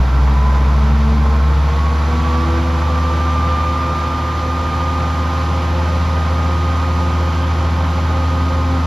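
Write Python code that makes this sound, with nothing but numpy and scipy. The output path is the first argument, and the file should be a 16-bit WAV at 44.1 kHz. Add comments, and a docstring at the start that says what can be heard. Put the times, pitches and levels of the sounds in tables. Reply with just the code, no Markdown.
"""In an open gravel yard, a mobile crane swings round while its diesel speeds up, then holds its speed.
One crankshaft (the engine's main shaft) drives everything: six cylinders fire in turn, making the
exhaust drone and the engine block knock, while the cooling fan and the oil pump hum.
The pump's gears add a thin whine that swells as the deck turns. Behind it all, air rushes,
oil hisses in a valve and a metal cover rings."""
import sys
import numpy as np
from scipy import signal
from scipy.fft import rfft, irfft, next_fast_len
from scipy.io import wavfile
from scipy.ndimage import map_coordinates

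SR = 44100
rng = np.random.default_rng(int(sys.argv[2]) if len(sys.argv) > 2 else 0)


def output_pcm(signal):
    """Save a mono or channel-first signal as 16-bit PCM at the path in sys.argv[1].

    Samples are clipped to [-1, 1] before scaling.
    """
    pcm = np.clip(np.atleast_2d(signal).T, -1, 1) * 32767
    wavfile.write(sys.argv[1], SR, np.round(pcm).astype(np.int16))


N = 390726

# Crankshaft speed: the throttle opens, then the speed settles. Columns: t/s, speed/(turns per s)
ENGINE_SPEED = [(0.0, 21.189), (0.48, 21.907), (1.1, 22.597), (1.49, 23.235), (2.01, 24.391),
                (2.67, 25.543), (3.45, 26.028), (4.48, 26.414), (5.02, 26.484), (5.55, 26.694),
                (6.94, 26.828), (8.86, 26.912)]
# Exhaust drone: loudest as the engine picks up, weakest in mid-swing. Columns: t/s, level/dB
DRONE_LEVEL = [(0.0, -9.5), (0.05, -13), (0.1, -14.5), (0.15, -11), (1.58, -12.5), (1.75, -14.5),
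               (2.49, -15.5), (3.36, -16), (4.12, -21), (5.85, -16), (8.81, -16), (8.86, -16)]
# How hard the engine works, which lifts the knocking and the rush of air. Columns: t/s, level/dB
ENGINE_EFFORT = [(0, -0.2), (1.2, -0.9), (2.3, 1.1), (4, -0.5), (5.6, 0), (7, -0.1), (8.86, -1)]


def amp(db):
    """Turn decibels into a number to multiply a sound by."""
    return 10 ** (np.asarray(db) / 20)


def unit(x):
    """Scale a sound so that its average strength (rms) is 1."""
    return x / np.sqrt(np.mean(x ** 2) + 1e-20)


def along(points, hz):
    """Read a table of (f/Hz, value) at any frequency, on a logarithmic frequency scale."""
    freqs, values = np.transpose(points)
    return np.interp(np.log(hz + 1), np.log(freqs + 1), values)


def curve(rows):
    """Join the rows of a (t/s, value) table with straight lines, one value per sample."""
    return np.interp(np.arange(N) / SR, *np.transpose(rows))


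def wobble(rate):
    """A smooth curve through `rate` random values a second."""
    times = np.linspace(0, N / SR, 2000)
    values = rng.standard_normal(1000)
    smooth = map_coordinates(values, [times * rate], mode="mirror")
    return np.interp(np.arange(N) / SR, times, smooth)


def filtered(x, response):
    """Multiply each frequency in a sound by response(hz)."""
    size = next_fast_len(N + SR // 2)
    hz = np.fft.rfftfreq(size, 1 / SR)
    return irfft(rfft(x, size) * response(hz), size)[..., :N]


def coloured(x, spectrum):
    """Shape a sound's bass and treble by a (f/Hz, level/dB) table, then scale it to strength 1."""
    return unit(filtered(x, lambda hz: amp(along(spectrum, hz))))


def noise(spectrum):
    """Fresh noise of strength 1, shaped by a (f/Hz, level/dB) table."""
    return coloured(rng.standard_normal(N), spectrum)


def tone(turns, db, flutter_db, flutter_rate):
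    """A pure tone, one wave per turn of a spinning part, whose level flutters at random."""
    gain = amp(db + flutter_db * wobble(flutter_rate))
    return np.sqrt(2) * gain * np.sin(2 * np.pi * (turns + rng.random()))


def tones(turns, harmonics, flutter_db, flutter_rate):
    """Harmonics (tones at whole multiples of a turning speed), each fluttering on its own."""
    return sum(tone(k * turns, db, flutter_db, flutter_rate) for k, db in harmonics)


def doublings():
    """Engine speed counted in doublings: 0 at full speed, -1 at half speed."""
    speed = curve(ENGINE_SPEED)
    return np.log2(speed / speed.max())


def boom(per_turn, resonances):
    """The extra dB a tone gains as it slides through resonances, the pitches at which a part rings."""
    pitch = per_turn * curve(ENGINE_SPEED)
    return sum(lift / (1 + (2 * (pitch - hz) / width) ** 2) for hz, width, lift in resonances)


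def hum(crank, per_turn, harmonics, resonances, flutter_db, flutter_rate):
    """A part driven by the crankshaft hums, louder with speed and where it meets a resonance."""
    growth_db = 17 * doublings()
    sound = np.zeros(N)
    for k, db in harmonics:
        waves_per_turn = k * per_turn
        level_db = db + growth_db + boom(waves_per_turn, resonances)
        sound += tone(waves_per_turn * crank, level_db, flutter_db, flutter_rate)
    return sound


def yard(x, fade_s=0.12):
    """Gravel and parked machines scatter back a short, weak echo, different on the left and right."""
    # How much sound comes back. Columns: f/Hz, level/dB
    scatter = [(80, -32), (200, -22), (500, -17), (700, -12), (1200, -15), (1700, -7), (2500, -20),
               (5000, -35)]
    t = np.arange(SR // 3) / SR
    tails = rng.standard_normal((2, len(t))) * np.exp(-np.log(1000) * t / fade_s)  # 60 dB down at fade_s
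    echoes = signal.oaconvolve(x[None], tails / np.linalg.norm(tails[0]), axes=1)[:, :N]
    return filtered(echoes, lambda hz: amp(along(scatter, hz)))


def air(base_db=-34.5, effort_share=0.77):
    """Air rushes through the radiator, louder with speed and effort; some treble comes from all around."""
    # Tone colour of the rushing air. Columns: f/Hz, relative level/dB
    rush_colour = [(400, -7.5), (1000, 6), (1700, -3), (2400, 2.5), (2750, 0), (3100, -1.5), (3700, -1),
                   (4800, -3.5), (6700, -9.5), (8500, -18.5), (10500, -21), (14400, -36.5)]
    # The share that reaches each microphone by its own path. Columns: f/Hz, level/dB
    spread = [(2000, -14), (5000, -16), (6500, -9), (10000, -7), (14000, -5)]
    left_right = np.array([noise(rush_colour), noise(rush_colour)])
    around = filtered(left_right, lambda hz: amp(along(spread, hz)))
    flow_db = base_db + 8 * doublings() + effort_share * curve(ENGINE_EFFORT)
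    return amp(flow_db + 0.38 * wobble(14)) * (noise(rush_colour) + around)


def valve(centre_hz=3100, width_hz=330, full_speed_db=-46):
    """Oil squeezed through a valve hisses in one narrow band, much louder as the pump speeds up."""
    hiss = filtered(rng.standard_normal(N), lambda hz: 1 / (1 + (2 * (hz - centre_hz) / width_hz) ** 2))
    return amp(full_speed_db + 35 * doublings() + 1.2 * wobble(4)) * unit(hiss)


def panel(crank, centre_hz=1340, width_hz=20, db=-40):
    """A sheet-metal cover sings whenever a harmonic of the firing slides through its resonance."""
    ring = np.zeros(N)
    speed = curve(ENGINE_SPEED)
    for per_turn in range(48, 66, 3):  # steps of three: the engine fires three times a turn
        off_pitch = (per_turn * speed - centre_hz) / (width_hz / 2)
        ring += np.sin(2 * np.pi * per_turn * crank - np.arctan(off_pitch)) / np.hypot(1, off_pitch)
    return np.sqrt(2) * amp(db + 2.4 * wobble(6.6)) * ring


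def fan(crank, blades_per_turn=6.593):
    """Passing fan blades hum; the turning deck shields their lowest tone along with the exhaust drone."""
    # The blades' higher tones at full speed. Columns: harmonic, base level/dB
    blade_overtones = [(2, -39.5), (3, -38), (4, -47)]
    # Resonances of the fan's housing. Columns: f/Hz, width/Hz, lift/dB
    housing = [(284.4, 6.4, 11), (300, 4.8, 8), (332.6, 12, 12), (502.4, 27, 5.8)]
    drone_db = curve(DRONE_LEVEL)
    lowest_db = -33.5 + 1.7 * (drone_db - drone_db.mean())
    lowest = tone(blades_per_turn * crank, lowest_db, flutter_db=1.6, flutter_rate=6)
    return lowest + hum(crank, blades_per_turn, blade_overtones, housing, flutter_db=1.77, flutter_rate=5)


def pump(crank, strokes_per_turn=9.789):
    """The oil pump's quick strokes blend into a hum that follows its load."""
    # Tones of the strokes at full speed. Columns: harmonic, base level/dB
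    stroke_tones = [(1, -32), (2, -41), (3, -44.5), (4, -48)]
    # Resonances of the pump's mounting. Columns: f/Hz, width/Hz, lift/dB
    mounting = [(212, 2.5, 6), (221, 8, 14), (245, 7, 11), (443, 10, 5), (523, 4, 6)]
    # What the changing load adds to the hum. Columns: t/s, level/dB
    load = [(0, -1), (3.3, 0), (7.5, -0.5), (8.86, 3.5)]
    strokes = hum(crank, strokes_per_turn, stroke_tones, mounting, flutter_db=1.63, flutter_rate=7)
    return amp(curve(load)) * strokes


def gears(crank, teeth_per_turn=46, echo_path_m=7.15, echo_db=-38.5):
    """The pump's gear teeth meet so fast that they whine; a parked machine echoes the sound."""
    # The whine swells and fades as the turning deck aims it past the listener. Columns: t/s, level/dB
    swell = [(0, -35), (1.2, -36.5), (2.2, -30.5), (3.6, -21.5), (4.3, -26), (5, -24.5), (5.7, -30),
             (6.8, -28), (7.85, -37.5), (8.3, -31), (8.86, -35)]
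    # Tones of the meeting teeth. Columns: harmonic, relative level/dB
    tooth_tones = [(1, -1.5), (2, -25), (3, -31)]
    # Resonances of the gear case. Columns: f/Hz, width/Hz, lift/dB
    gear_case = [(1007, 14, 5), (1104, 14, 3), (1153, 14, 3)]
    throb = 1 + 0.13 * np.cos(np.pi * crank)  # once every two turns
    teeth = teeth_per_turn * crank + 0.017 * wobble(35)  # slack between the teeth makes them jitter
    # As the pitch climbs, the late echo strengthens and weakens the whine by turns.
    waves_late = teeth_per_turn * curve(ENGINE_SPEED) * echo_path_m / 343  # sound travels 343 m/s
    strength = np.abs(amp(curve(swell)) + amp(echo_db) * np.exp(-2j * np.pi * waves_late))
    whine = tones(teeth, tooth_tones[:1], flutter_db=0.24, flutter_rate=14)
    whine *= amp(boom(teeth_per_turn, gear_case))
    rasp = tones(teeth + 0.17 * wobble(70), tooth_tones[1:], flutter_db=1, flutter_rate=12)
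    return throb * strength * (whine + rasp)


def block(crank, cylinders=6, ring_s=0.092, clatter_db=-28, blur_hz=1400):
    """Each firing knocks the engine block; every cylinder has its own ring, heard once in two turns."""
    # Tone colour of the metal block. Columns: f/Hz, relative level/dB
    metal_colour = [(250, -38), (450, -5.5), (660, -8.5), (800, -3), (880, 1.5), (960, -1.5), (1080, 0),
                    (1250, -3), (1450, -6.5), (1750, -8), (2050, -13), (2400, -14), (2700, -23),
                    (3500, -21), (7000, -48.5)]
    # Tones of the engine's valves and block. Columns: harmonic of the two-turn cycle, base level/dB
    metal_tones = [(46, -49.5), (61, -47.5), (64, -45), (75, -48), (78, -44.5), (81, -56.5)]
    firings = np.flatnonzero(np.diff(np.floor(crank * cylinders / 2)))
    t = np.arange(SR // 8) / SR
    fade = np.exp(-np.log(1000) * t / ring_s)  # 60 dB down at ring_s
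    halves = rng.standard_normal((2, len(t)))  # the front and rear of the block fire in turn
    knock = np.zeros(N)
    for cylinder in range(cylinders):
        starts = firings[cylinder::cylinders]
        strengths = amp(1.5 * rng.standard_normal(len(starts)))
        blows = np.bincount(starts, strengths, N)
        ring = fade * (halves[cylinder % 2] + 1.4 * rng.standard_normal(len(t)))
        knock += signal.oaconvolve(blows, ring)[:N]
    # Only the low ring repeats; a random rattle takes over in the treble.
    knock = filtered(unit(knock), lambda hz: 1 / np.hypot(1, (hz / blur_hz) ** 2))
    pulsing = 1 + 0.1 * np.cos(2 * np.pi * crank) + 0.026 * np.cos(np.pi * crank)
    rattle = 1.32 * pulsing * rng.standard_normal(N)
    clatter = amp(clatter_db + curve(ENGINE_EFFORT)) * coloured(knock + rattle, metal_colour)
    speed = curve(ENGINE_SPEED)
    strain_db = 0.91 + 5 * (speed - speed.max())  # the tones come out only near full speed
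    return clatter + amp(strain_db) * tones(crank / 2, metal_tones, flutter_db=4.0, flutter_rate=2.885)


def exhaust(crank, overtone_share=0.65):
    """The muffler lets out deep firing tones and a rumble of gas; unequal cylinders add an uneven beat."""
    # Tones of the firing. Columns: harmonic of the two-turn cycle, relative level/dB
    firing_tones = [(6, -0.5), (12, -16), (18, -25), (24, -41.5)]
    # Tones of the unequal cylinders at full speed. Columns: harmonic of the two-turn cycle, level/dB
    uneven_tones = [(7, -40.5), (9, -34.5), (10, -45)]
    # Tone colour of the swirling gas. Columns: f/Hz, relative level/dB
    gas_colour = [(20, -26), (35, -22), (52, -2), (95, -2.5), (135, -2), (190, -5.5), (320, -7),
                  (400, -14.5), (600, -11), (1000, -25), (2000, -47.5)]
    cycles = crank / 2  # each cylinder fires once in two turns
    drone_db = curve(DRONE_LEVEL)
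    drone = amp(drone_db) * tones(cycles, firing_tones[:1], flutter_db=0.37, flutter_rate=26)
    steadier_db = drone_db.mean() + overtone_share * (drone_db - drone_db.mean())
    overtones = amp(steadier_db) * tones(cycles, firing_tones[1:], flutter_db=0.6, flutter_rate=9.8)
    uneven = amp(29 * doublings()) * tones(cycles, uneven_tones, flutter_db=1, flutter_rate=7)
    puffs = 1 + 0.37 * np.cos(2 * np.pi * 3 * crank)  # three a turn
    rumble = amp(-29) * unit(puffs * noise(gas_colour))
    return drone + overtones + uneven + rumble


def scene():
    """Run all the crane's parts from one crankshaft, then add the yard's echo and the rushing air."""
    crank = np.cumsum(curve(ENGINE_SPEED)) / SR  # turns made so far
    engine = exhaust(crank) + block(crank) + panel(crank)
    crane = engine + pump(crank) + gears(crank) + valve() + fan(crank)
    return crane + yard(crane) + air()


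def record(dry, top_hz=14500):
    """Two microphones differ in tone colour and timing, and pick up nothing above top_hz."""
    # How much louder the left is than the right. Columns: f/Hz, level/dB
    balance = [(80, 0), (400, 1.9), (520, -4), (800, 0.5), (1050, -3), (1300, -0.5), (1570, -12), (1680, 0),
               (2000, 4.5), (2350, -0.5)]
    # How far the left wave trails the right. Columns: f/Hz, phase/rad
    left_lag = [(100, 0), (1250, .1), (1600, .9), (1720, 5), (2100, 6.3), (5200, 6.3), (5700, 7.2),
                (6700, 7.3), (8200, 9.3), (8900, 9.5), (11200, 12.4), (13000, 12.7), (14400, 14.8)]
    sides = np.array([[.5], [-.5]])  # left and right each take half the difference

    def microphones(hz):
        gain = amp(sides * along(balance, hz))
        delay = np.exp(-1j * sides * along(left_lag, hz))
        return gain * delay * (hz < top_hz)

    soft_ends = signal.windows.tukey(N, .0006)
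    return filtered(dry * soft_ends, microphones)


dry = scene()
out = record(dry)
output_pcm(out)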